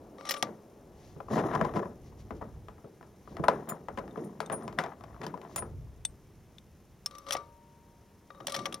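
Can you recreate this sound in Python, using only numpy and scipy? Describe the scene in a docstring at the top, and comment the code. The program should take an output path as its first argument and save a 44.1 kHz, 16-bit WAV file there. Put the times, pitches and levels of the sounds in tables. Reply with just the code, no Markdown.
"""A rifle is handled close by on an outdoor shooting bench. A hollow rush fades from the start, as the
steel bolt slides over grit and clicks, ringing the barrel, and thin brass cartridges clink. Sleeves
brush the stock, which thumps, knocks and rubs on the hollow bench, driving its modes by impact and
friction. A sprung catch snaps several times. The bolt locks and sets a lightly damped spring singing,
and at the end it slides and clicks once more in the quiet air."""
import sys
import numpy as np
from scipy import signal
from scipy.fft import rfft, irfft, next_fast_len
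from scipy.io import wavfile

SR = 44100
rng = np.random.default_rng(int(sys.argv[2]) if len(sys.argv) > 2 else 0)


def file_out(sig):
    """Save sig as 16-bit WAV at sys.argv[1]."""
    # one column per channel
    cols = np.atleast_2d(sig).T
    # limit, then scale
    lim = np.clip(cols, -1, 1)
    pcm = np.round(lim * 32767).astype(np.int16)
    wavfile.write(sys.argv[1], SR, pcm)


N = 388080
BLOW_TIME = np.arange(SR // 2) / SR   # time axis of one impact, s
ATTACK_S = .015   # opening stretch that sets an impact's level

# impacts of the bolt: start_s, level_db, hardness_db, slide_s
BOLT_CLICKS = [(0.184, -55.5, -13, 0.00087), (0.21, -54, -8, .004), (0.252, -46.5, -4, 0.03),
               (0.29, -37, 2, 0.011), (0.309, -32.5, -1.5, 0.012), (0.3397, -39.5, -3, 0.006),
               (0.364, -45, -5.5, 0.014), (0.4262, -32, 0.5, 0.0012), (0.4294, -31, -20, 0.0024),
               (7.06, -50.5, 6.5, 0.0042), (7.1104, -61.5, 1.5, 0.0025), (7.1513, -57, -0.5, 0.0019),
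               (7.183, -66, 9.5, 0.0014), (7.267, -56.5, -3.5, 0.00075), (7.286, -51.5, 1.5, .008),
               (7.3079, -36.5, -0.5, 0.0014), (7.322, -41, 6, 0.018), (7.3507, -32, -15, .0025),
               (7.366, -44, -3, 0.0076), (8.304, -54, -11.5, 0.0037), (8.348, -62, -16, .001),
               (8.403, -48, -13, 0.0063), (8.4695, -44.5, 6.5, 0.0014), (8.482, -39, -6, 0.0019),
               (8.496, -51, 3, .008), (8.5216, -52.5, 7.5, .0034), (8.5428, -35.5, -1.5, 0.012),
               (8.563, -41, 0, 0.0055), (8.59, -41.5, -6.5, .005), (8.656, -35, -3, .007),
               (8.725, -44, -2, 0.0048), (8.743, -51, 7.5, 0.00088)]
# modes of the steel bolt: pitch_hz, level_db, t60_s
BOLT_MODES = [(544.5, 0, 0.15), (653, 14.5, 0.01), (1192.5, -0.5, 0.039), (1897, -0.5, 0.021),
              (2228, -8, 0.031), (2900, 4, 0.0043), (3300, 3, 0.0078), (3530, -18.5, 0.053),
              (4100, -11.5, 0.025), (5200, -2.5, 0.014), (5760, -6, 0.037), (6580, -24.5, 0.093),
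              (8700, -8.5, 0.012), (9130, -8, 0.025), (9820, -1.5, 0.023), (11900, -20, 0.046),
              (14830, 1, 0.028)]
# bending modes of the barrel: pitch_hz, level_db, t60_s
BARREL_MODES = [(550, -41, 0.17), (1170.4, -31.5, .13), (1240, -38.5, 0.1), (3770, -48.5, 0.06)]
# modes of the hollow bench: pitch_hz, level_db, t60_s
BENCH_MODES = [(159.5, -7, 0.12), (210.6, -6, 0.042), (436.6, -12, 0.17), (550, -11, 0.097),
               (664.5, -4, 0.05), (811, -6.5, 0.032), (1001, -3.5, 0.048), (1147, -5.5, 0.023),
               (1295, -9, 0.023), (1700, -12, 0.028), (1954, -8, 0.0194), (2520, -16, 0.02),
               (3067, -9, 0.012), (3510, -14.5, .025), (3900, -19.5, .025), (5140, -2.5, 0.014),
               (6430, -20.5, 0.023)]


def from_db(db):
    """Amplitude grows tenfold for every 20 dB."""
    return 10 ** (np.asarray(db) / 20)


def rms_one(x):
    """Normalisation to unit mean power."""
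    return x / np.sqrt(np.mean(x ** 2) + 1e-20)


def attack_rms(x, seconds=ATTACK_S):
    """Effective amplitude of a sound's onset."""
    return np.sqrt(np.mean(x[..., :round(seconds * SR)] ** 2) + 1e-20)


def at_hz(points, hz):
    """Interpolation on a logarithmic frequency axis."""
    knots, values = np.transpose(points)
    return np.interp(np.log(np.maximum(hz, 1)), np.log(knots), values)


def colour(x, gain):
    """Filtering multiplies the spectrum by a function of frequency."""
    size = next_fast_len(x.shape[-1] + 2048)
    hz = np.arange(size // 2 + 1) * SR / size
    return irfft(rfft(x, size) * gain(hz), size)[..., :x.shape[-1]]


def bandpass(x, low_hz, high_hz, order=3):
    """A Butterworth band limit; higher orders have steeper skirts."""
    return signal.sosfilt(signal.butter(order, [low_hz, high_hz], "band", fs=SR, output="sos"), x)


def noise(spectrum, spread):
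    """Partly coherent stereo noise of rms 1; spread weights the part that differs between the sides."""
    mid, side = rng.standard_normal((2, N))
    return rms_one(colour(mid + spread * side * [[1], [-1]], lambda hz: from_db(at_hz(spectrum, hz))))


def add(out, start_s, sound):
    """Superposition: a sound joins the mix at its time."""
    start = round(start_s * SR)
    out[:, start:start + sound.shape[-1]] += sound[..., :N - start]


def decay(t60):
    """Exponential damping, 60 dB in t60 seconds."""
    return from_db(-60 * BLOW_TIME / t60)


def tone(hz, t60):
    """A freely vibrating mode is a damped sinusoid."""
    return np.sin(2 * np.pi * hz * BLOW_TIME) * decay(t60)


def envelope(points):
    """A gain that moves linearly in decibels between points in time."""
    return from_db(np.interp(np.arange(N) / SR, *np.transpose(points)))


def pressure(moves, swell_s=0.0158, fade_s=0.048):
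    """Hand pressure rises, holds and relaxes exponentially; rows are start_s, length_s, level_db."""
    out, t = np.zeros((1, N)), np.arange(SR) / SR
    for start_s, length_s, db in moves:
        release = np.exp(-np.maximum(t - length_s, 0) / fade_s)
        add(out, start_s, from_db(db) * np.minimum(t / swell_s, 1) * release)
    return out[0]


def stick_slip(per_s, depth_db):
    """Stick-slip friction: uneven grip modulates the amplitude, as a gain of rms 1."""
    grip = rng.standard_normal(N // 16)
    return rms_one(from_db(depth_db * np.interp(np.arange(N) * per_s / SR, np.arange(len(grip)), grip)))


def contact(slide_s, grit_per_s=3500, grit=0.46):
    """Contact force: one impulse, then a swell of tiny ones as rough surfaces slide."""
    t = BLOW_TIME[:SR // 16]
    load = np.exp(-2 * (t / slide_s - .3) ** 2)
    catches = rng.random(len(t)) < grit_per_s / SR
    force = grit * catches * rng.standard_normal(len(t)) * load
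    force[0] = 1
    return force


def excite(response, force):
    """A linear body convolves the force with its impulse response."""
    return signal.fftconvolve(response, force[None], axes=1)[:, :len(BLOW_TIME)]


def struck(modes, force, crack_db, crack_t60, vary_db=2.0, scatter=0.4):
    """Modal response: distinct modes ring with random weights, dense short ones merge into a crack."""
    hz, db, t60 = np.transpose(modes)[:, :, None]
    t = BLOW_TIME[:SR // 6]
    amplitudes = from_db(db + vary_db * rng.standard_normal(db.shape) - 60 * t / t60)
    weights = rng.choice([-1, 1], len(modes)) * (1 + scatter * rng.standard_normal((2, len(modes))))
    ring = excite(weights @ (amplitudes * np.sin(2 * np.pi * hz * t)), force)[:, :len(t)]
    # incoherent modes add in power, so the crack follows the energy of the contact
    energy = signal.fftconvolve(force ** 2, decay(crack_t60)[:len(t)] ** 2)[:len(t)]
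    dense = rng.standard_normal(len(t)) + scatter * rng.standard_normal((2, len(t)))
    crack = from_db(crack_db) * dense * np.sqrt(abs(energy))
    return np.pad(ring + crack, [(0, 0), (0, len(BLOW_TIME) - len(t))])


def diffuse_tails(count, spread=0.16, build_s=0.0018):
    """Reverberation of bench and shelter: decaying noise bands, the low ones lasting longest."""
    # spectrum of the tail: frequency_hz, density_db
    spectrum = [(100, -12), (200, -4), (310, -5), (450, 2.5), (680, -2), (1100, -6), (1500, -12),
                (2000, -12.5), (4000, -16.5), (7000, -30.5), (8000, -25.5), (15000, -44)]
    # its decay times: frequency_hz, t60_s
    decay_times = [(150, 0.47), (500, 0.41), (1000, 0.25), (3000, 0.087), (12000, 0.18)]
    out, edges = 0, 90 * 2 ** (np.arange(12) * 2 / 3)
    common = rng.standard_normal((2, count, 1, len(BLOW_TIME)))
    white = common + spread * rng.standard_normal((2, count, 2, len(BLOW_TIME)))
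    for k, (low_hz, high_hz) in enumerate(zip(edges, edges[1:])):
        hz = np.sqrt(low_hz * high_hz)
        band = bandpass(white[k % 2], low_hz, high_hz, order=2)
        out = out + band * from_db(at_hz(spectrum, hz)) * decay(at_hz(decay_times, hz))
    return out / attack_rms(out) * (1 - np.exp(-BLOW_TIME / build_s))


def voiced(sound, levels_db):
    """Equalisation brings the onset's thud, clack, ring and tick bands towards the given levels."""
    # bounds of the four bands: edge_hz
    registers = [150, 700, 2500, 7000, 16000]
    edges, bin_hz = np.array(registers), 10
    centres, size = np.sqrt(edges[1:] * edges[:-1]), SR // bin_hz
    for _ in range(2):
        onset = sound[:, :round(ATTACK_S * SR)]
        power = 2 * np.mean(abs(rfft(onset, size)) ** 2, 0) / (onset.shape[1] * size)
        band_db = 10 * np.log10(np.add.reduceat(power, edges // bin_hz)[:-1] + 1e-20)
        lift = np.transpose([centres, levels_db - band_db])
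        sound = colour(sound, lambda hz: from_db(at_hz(lift, hz)))
    return sound


def impacts(events, voice, modes, crack_db, crack_t60, tail_db, soft_hz):
    """Each impact excites a body's modes and a diffuse tail; harder contacts are brighter."""
    out, tails, lead = np.zeros((2, N)), diffuse_tails(count=6), SR // 2000
    shape_db, per_hardness = np.transpose(voice)
    softness = signal.butter(1, soft_hz, fs=SR, output="sos")   # yielding material blunts the crack
    for k, (start_s, db, hardness_db, slide_s) in enumerate(events):
        body = signal.sosfilt(softness, struck(modes, contact(slide_s), crack_db, crack_t60))
        sound = body / attack_rms(body) + from_db(tail_db) * tails[k % len(tails)]
        padded = np.pad(sound, [(0, 0), (lead, 0)])
        add(out, start_s - lead / SR, voiced(padded, db + shape_db + per_hardness * hardness_db))
    return out


def open_air(level_db=-63.5):
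    """Stationary broadband noise forms the quiet outdoor background."""
    # spectrum of the air: frequency_hz, density_db
    spectrum = [(15, -27.5), (25, -16), (64, -9), (175, 0.5), (591, -14.5), (714, -14.5), (911, -13.5),
                (1480, -19.5), (2110, -20.5), (2550, -23), (5570, -29), (7710, -32.5), (11900, -32),
                (14400, -32.5), (16000, -37)]
    return from_db(level_db) * noise(spectrum, spread=0.099)


def rush(start_db=-52, fall_db_per_s=5.5):
    """A hollow rush of low noise decays exponentially."""
    # spectrum of the rush: frequency_hz, density_db
    spectrum = [(100, -30.5), (190, -0.5), (330, 1.5), (450, 0), (700, -5.5), (1100, -14), (1800, -29.5),
                (3500, -62.5)]
    return from_db(start_db - fall_db_per_s * np.arange(N) / SR) * noise(spectrum, spread=0.07)


def bench_rumble(gain_db=1.0):
    """Forced vibration: uneven friction of the stock makes the bench rumble."""
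    # spectrum of the rumble: frequency_hz, density_db
    spectrum = [(13, -48.5), (22, -16), (55, -3.5), (97, -3.5), (125, -7), (160, -8), (280, -120)]
    # its course: time_s, level_db
    levels = [(0.0, -58.5), (0.27, -71), (1.64, -48), (1.91, -56), (2.55, -48), (2.96, -68), (3.45, -52.5),
              (3.77, -67), (3.97, -51.5), (4.29, -69), (4.75, -55), (4.95, -69), (5.07, -54.5),
              (5.46, -64.5), (5.73, -41.5), (6.05, -56), (8.33, -66.5), (8.8, -65)]
    rumble = noise(spectrum, spread=0.18) * stick_slip(per_s=18, depth_db=1.5)
    return from_db(gain_db) * envelope(levels) * rumble


def stock_friction():
    """Stick-slip friction: the shifting stock drones and scrapes on its rest, and sleeves hiss along."""
    # shifts of the stock: start_s, length_s, rubbing_db, scraping_db
    shifts = [(0.423, 0.083, -43.5, -57), (1.298, 0.11, -31.5, -35.5), (1.431, 0.23, -35, -38.5),
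              (1.739, 0.041, -32, -42), (1.846, 0.066, -50, -66), (2.404, 0.032, -46.5, -49),
              (3.298, .14, -47.5, -57.5), (3.502, 0.093, -41, -47), (3.669, 0.059, -48.5, -47),
              (3.975, 0.18, -49, -61), (4.167, 0.085, -42.5, -54), (4.51, 0.14, -45, -52.5),
              (4.771, 0.078, -44.5, -42), (5.01, 0.17, -65, -57.5), (5.191, 0.11, -45.5, -52.5),
              (5.421, 0.058, -57, -53), (5.593, 0.071, -48, -62), (8.398, 0.037, -48.5, -65),
              (8.558, 0.089, -46, -53), (8.677, 0.06, -49, -68)]
    # low murmur under the shifts: time_s, level_db
    murmur_levels = [(0, -61.5), (.8, -63.5), (1.2, -60), (2.2, -54.5), (2.7, -57.5), (3.2, -58.5),
                     (3.5, -54.5), (4.7, -47.5), (5.05, -56), (5.6, -52.5), (6.0, -61.5), (7.0, -63.5),
                     (7.5, -64.5), (8.3, -62), (8.8, -54)]
    # friction spectra: frequency_hz, density_db
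    rubbing = [(68, -42.5), (115, -3), (150, 0.5), (184, -0.5), (216, 3.5), (248, -2), (287, -2.5),
               (384, -1), (479, -6), (530, -9), (622, -8.5), (667, -17), (720, -13.5), (940, -25),
               (1580, -120)]
    scraping = [(400, -37.5), (680, 2), (884, -5), (973, -1), (1160, -3.5), (1460, -15), (1880, -12.5),
                (2290, -27.5), (3980, -32.5), (4500, -46.5), (5500, -41), (7150, -62), (12100, -120)]
    cloth = [(1410, -42), (2400, -41.5), (3960, -27), (4490, -60), (4980, 3.5), (6120, 5), (7060, 2.5),
             (7890, -13.5), (9330, 3), (13700, -3), (16000, -28)]
    moves, murmur = np.array(shifts), envelope(murmur_levels)
    rub_gain = np.hypot(pressure(moves[:, :3]), murmur)   # independent noises add in power
    scrape_gain = np.hypot(pressure(moves[:, [0, 1, 3]]), from_db(-14) * murmur)
    cloth_gain = np.hypot(from_db(-29.5) * rub_gain, from_db(-76))
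    drone = rub_gain * noise(rubbing, spread=0.092) * stick_slip(per_s=24, depth_db=1.0)
    scrape = scrape_gain * noise(scraping, spread=0.058) * stick_slip(per_s=280, depth_db=5.5)
    hiss = cloth_gain * noise(cloth, spread=0.36) * stick_slip(per_s=210, depth_db=3.0)
    return from_db(-0.5) * drone + scrape + hiss


def bolt_slide(grit_per_s=2000, hollow_db=3):
    """Shot noise: grit catches the sliding bolt at random, so the steel hisses and the barrel hums."""
    # strokes along the track: start_s, length_s, grit_db, hum_db
    strokes = [(0.176, .09, -59, -55), (0.279, 0.083, -49.5, -51), (7.099, .12, -65, -54),
               (7.258, 0.093, -53, -43), (8.326, .11, -76, -58), (8.465, 0.14, -48, -45)]
    moves = np.array(strokes)
    grit = rms_one(rng.choice([-1, 1], N) * (rng.random(N) < grit_per_s / SR))
    steel = struck(BOLT_MODES, np.ones(1), crack_db=10, crack_t60=0.006)
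    steel = bandpass(steel, 900, 6400, order=2)
    # sliding favours the lowest, hollow bending mode
    tube = sum(from_db(db + hollow_db * (k == 0)) * tone(hz, t60)
               for k, (hz, db, t60) in enumerate(BARREL_MODES))[None]
    out = np.zeros((2, N))
    for body, load in [(steel, pressure(moves[:, :3])), (tube, pressure(moves[:, [0, 1, 3]]))]:
        response = body / np.sqrt(np.sum(body ** 2) / len(body))   # unit energy
        out += signal.fftconvolve(response, (grit * load)[None], axes=1)[:, :N]
    return out


def bolt_clicks():
    """Hard impacts of steel excite the bolt's modes far into the treble; a small body radiates no bass."""
    # thud, clack, ring and tick: offset_db, db_per_hardness_db
    voice = [(-12, -0.36), (-1.5, 0), (1.5, 1.06), (-3, 1.85)]
    clicks = impacts(BOLT_CLICKS, voice, BOLT_MODES,
                     crack_db=4.0, crack_t60=0.021, tail_db=-13, soft_hz=14000)
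    return bandpass(clicks, 222, 12200)


def barrel(db_per_click_db=0.38):
    """Bending modes of the steel tube ring on after each click, nearly as much for light ones as hard."""
    out = np.zeros((2, N))
    for start_s, click_db, _, slide_s in BOLT_CLICKS:
        for hz, db, t60 in BARREL_MODES:
            ring = excite(tone(hz, t60)[None], contact(slide_s))
            gain = from_db(db + db_per_click_db * click_db)
            add(out, start_s, gain * ring / attack_rms(ring, ATTACK_S + slide_s))
    return out


def cartridges(rasp_db=11, rasp_t60=0.0038, twin_db=-6, twin_life=0.35):
    """Mode splitting: brass cases, never quite round, rasp and ring in three pairs of close tones."""
    # cases touching: start_s, first_mode_db, second_mode_db, third_mode_db, slide_s
    touches = [(0.308, -45, -57, -39, 0.0092), (0.362, -65, -56, -65.7, 0.029),
               (3.441, -72, -60.5, -64, 0.0055), (3.527, -85, -68, -78.6, 0.01),
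               (3.69, -43.5, -44, -43.5, 0.01), (4.242, -77, -61, -74, 0.016),
               (4.405, -66.2, -61, -67, 0.0061), (4.522, -76, -39.5, -61, 0.024),
               (4.631, -84.2, -58.5, -84.2, 0.0041), (5.56, -38, -39.5, -43, 0.004),
               (5.58, -63, -39.5, -61, 0.019)]
    # split modes of a case: pitch_hz, t60_s, twin_hz
    case_modes = [(7170, .08, 7380), (9507, .13, 9650), (14130, .085, 14440)]
    out = np.zeros((2, N))
    for start_s, *levels_db, slide_s in touches:
        for (hz, t60, twin_hz), db in zip(case_modes, levels_db):
            white = rng.standard_normal((2, len(BLOW_TIME)))
            rasp = bandpass(white, .88 * hz, 1.06 * hz, order=1) * decay(rasp_t60)
            pair = tone(hz, t60) + from_db(twin_db) * tone(twin_hz, twin_life * t60)
            ring = excite(pair + from_db(rasp_db) * rasp, contact(slide_s, grit_per_s=2200, grit=.8))
            add(out, start_s, from_db(db) * ring / attack_rms(ring, ATTACK_S + slide_s))
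    return out


def sleeve():
    """Friction noise of cloth on the stock swells and fades in Gaussian strokes."""
    # strokes of the sleeve: middle_s, half_length_s, level_db
    brushes = [(1.056, 0.097, -65.5), (1.346, 0.036, -50), (2.073, 0.036, -67.5), (2.205, 0.023, -63.5),
               (2.37, 0.022, -69), (3.307, 0.057, -68), (5.53, 0.048, -64.5)]
    # their spectrum: frequency_hz, density_db
    spectrum = [(1200, -8), (1800, 4), (2700, 0), (4000, 1), (6500, 1.5), (8000, -8), (10000, -6.5),
                (15000, -14.5)]
    t = np.arange(N) / SR
    strokes = sum(from_db(db) * np.exp(-np.minimum(((t - middle_s) / half_s) ** 2, 20))
                  for middle_s, half_s, db in brushes)
    return strokes * noise(spectrum, spread=0.17) * stick_slip(per_s=300, depth_db=1.0)


def stock_thumps(hardness_db=2, slide_s=0.0081):
    """Soft impacts: the stock settles its weight and drives mainly the low modes of the bench."""
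    # the stock settling: start_s, level_db
    settlings = [(1.162, -47.5), (1.322, -36.5), (1.368, -27.5), (1.612, -26.5), (1.7583, -30.5),
                 (2.3064, -40), (2.843, -46), (3.3929, -33), (3.44, -39.5), (3.978, -38.5), (4.173, -35),
                 (4.4993, -41.5), (5.3403, -50), (5.6238, -46.5)]
    # thud, clack, ring and tick: offset_db, db_per_hardness_db
    voice = [(0.5, 0), (-13, 0), (-33, 1), (-45, 1)]
    events = [(start_s, db, hardness_db, slide_s) for start_s, db in settlings]
    thumps = impacts(events, voice, BENCH_MODES, crack_db=1.5, crack_t60=0.008, tail_db=-6, soft_hz=900)
    return bandpass(thumps, 90, 8000)


def bench_knocks():
    """Stock and magazine strike the hollow bench, whose well-damped modes answer with a clack."""
    # knocks on the bench: start_s, level_db, hardness_db, slide_s
    events = [(1.2033, -41, -7.5, 0.0017), (1.2841, -43, -11, 0.0012), (1.378, -31, 0, 0.032),
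              (1.4582, -36.5, -18, 0.0049), (1.531, -33, -4, 0.016), (1.55, -29, -1.5, 0.0083),
              (1.6034, -37, -13, .001), (1.612, -27.5, -5.5, 0.0026), (1.647, -31, -4.5, 0.0062),
              (1.7376, -41.5, -2.5, 0.0014), (1.7585, -38, 3, 0.026), (1.7929, -38.5, -5, 0.0011),
              (1.8283, -37.5, -14, .004), (1.8563, -42, -13, .001), (2.3073, -41.5, -4.5, 0.00076),
              (2.4155, -41, -13, .012), (2.6839, -46, -0.5, 0.0025), (2.7807, -57, -7, 0.0012),
              (3.011, -51.5, -13, 0.00086), (3.0276, -54, 1, 0.0014), (3.2756, -49.5, -14, 0.0019),
              (3.3678, -42.5, 3.5, 0.0021), (3.438, -28.5, -7, 0.0061), (3.4831, -16.5, -3, 0.0013),
              (3.688, -44, 5, 0.02), (3.721, -38, -22, 0.0013), (3.8852, -36.5, -6, 0.00071),
              (3.9745, -36.5, -1.5, 0.0025), (3.984, -36.5, -1, 0.0096), (4.0782, -49.5, 0, 0.00086),
              (4.158, -44.5, -9, 0.0035), (4.4035, -31.5, 4.5, 0.0021), (4.428, -48, -14, .001),
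              (4.4988, -36, 0.5, 0.0017), (4.517, -35, -4, 0.027), (4.6235, -54, 2, 0.0012),
              (4.6789, -38.5, 4, 0.0011), (4.7268, -48, 3, .001), (4.7876, -24.5, 4, 0.0014),
              (4.838, -36, 2.5, 0.00087), (4.862, -49, 6, 0.0011), (5.0086, -51, 0, 0.0012),
              (5.0376, -45.5, 2, 0.0065), (5.1069, -63, -2, 0.0011), (5.144, -54, -1, .003),
              (5.2161, -43.5, 4, 0.0027), (5.232, -40, 5.5, 0.021), (5.2655, -39, 9.5, 0.0026),
              (5.3399, -38, -10.5, 0.0022), (5.3755, -48, -4, 0.0017), (5.4157, -52, 8.5, 0.00088),
              (5.5614, -38, 9.5, 0.0017), (5.577, -40, 8, 0.013), (5.6237, -39, -8, 0.0014)]
    # thud, clack, ring and tick: offset_db, db_per_hardness_db
    voice = [(-6.5, -0.21), (-0.5, -0.031), (-18.5, 1), (-25.5, 1)]
    knocks = impacts(events, voice, BENCH_MODES, crack_db=8, crack_t60=0.0096, tail_db=-10, soft_hz=1016)
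    return bandpass(knocks, 160, 13170)


def catch(twin_ratio=1.12, twin_db=-12, crack_t60=0.036):
    """Snap-through: a sprung part frees its energy as a split ping, a crack and a tap on the catch."""
    # snaps: start_s, level_db, ping_hz, ping_t60_s, body_db, crack_db
    snaps = [(4.11, -66, 3660, 0.036, -16, -14), (4.461, -52, 3660, 0.041, -2, -4),
             (6.051, -29.5, 3580, 0.032, -2, -6.5), (6.5838, -54, 3570, 0.013, -32, -12.5),
             (7.0602, -32.5, 5380, 0.031, -18, -7.5)]
    # modes of the catch: pitch_hz, level_db, t60_s
    modes = [(1920, -19.5, 0.018), (6240, 2, 0.017), (6870, -5.5, 0.019), (8240, 7, 0.022),
             (8500, -8.5, 0.1), (13100, -15.5, .02)]
    out = np.zeros((2, N))
    for start_s, db, ping_hz, ping_t60, body_db, crack_db in snaps:
        body = struck(modes, np.ones(1), crack_db=-3, crack_t60=.014, vary_db=1, scatter=.2)
        ping = tone(ping_hz, ping_t60) + from_db(twin_db) * tone(twin_ratio * ping_hz, ping_t60 / 2)
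        crack = bandpass(rng.standard_normal(len(BLOW_TIME)), 2200, 9000, order=1) * decay(crack_t60)
        snap = ping + from_db(body_db) * body + from_db(crack_db) * crack
        add(out, start_s, from_db(db) * snap / attack_rms(snap))
    return bandpass(out, 600, 13500)


def spring(start_s=7.352):
    """Free vibration: a lightly damped spring sings on after the bolt locks."""
    # modes of the spring: pitch_hz, level_db, t60_s
    modes = [(935, -55, 3.25), (584, -64.5, 4.5)]
    t = np.maximum(np.arange(N) / SR - start_s, 0)
    return sum(from_db(db - 60 * t / t60) * np.sin(2 * np.pi * hz * t) for hz, db, t60 in modes)


def microphone_ports(x):
    """Acoustic shadow and path difference: the housing shades and delays sound between two ports."""
    # level difference: frequency_hz, left_minus_right_db
    balance = [(200, 0), (450, .5), (700, 3), (1000, 9), (2000, 8.5), (4000, 5), (7000, 1.5), (10000, 2),
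               (14000, -6.5)]
    # phase difference: frequency_hz, left_lead_rad
    lead = [(200, 0), (600, .45), (1000, .6), (2600, -.1), (5700, .6), (8000, 2.25), (10000, 2.05),
            (12500, 2.0), (14000, 2.3)]
    half = np.array([[.5], [-.5]])
    def gain(hz):
        shade = from_db(half * at_hz(balance, hz))
        return shade / np.sqrt(np.mean(shade ** 2, 0)) * np.exp(1j * half * at_hz(lead, hz))
    return colour(x, gain)


def scene():
    """The sources superpose: rifle and bench a little to the left, in quiet open air."""
    near = (rush() + bench_rumble() + stock_friction() + bolt_slide() + bolt_clicks() + barrel()
            + cartridges() + sleeve() + stock_thumps() + bench_knocks() + catch() + spring())
    return microphone_ports(near) + open_air()


def record(dry):
    """An elliptic low-pass cuts steeply above 16.2 kHz."""
    return signal.sosfilt(signal.ellip(10, .1, 80, 16200, fs=SR, output="sos"), dry)


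dry = scene()
out = record(dry)
file_out(out)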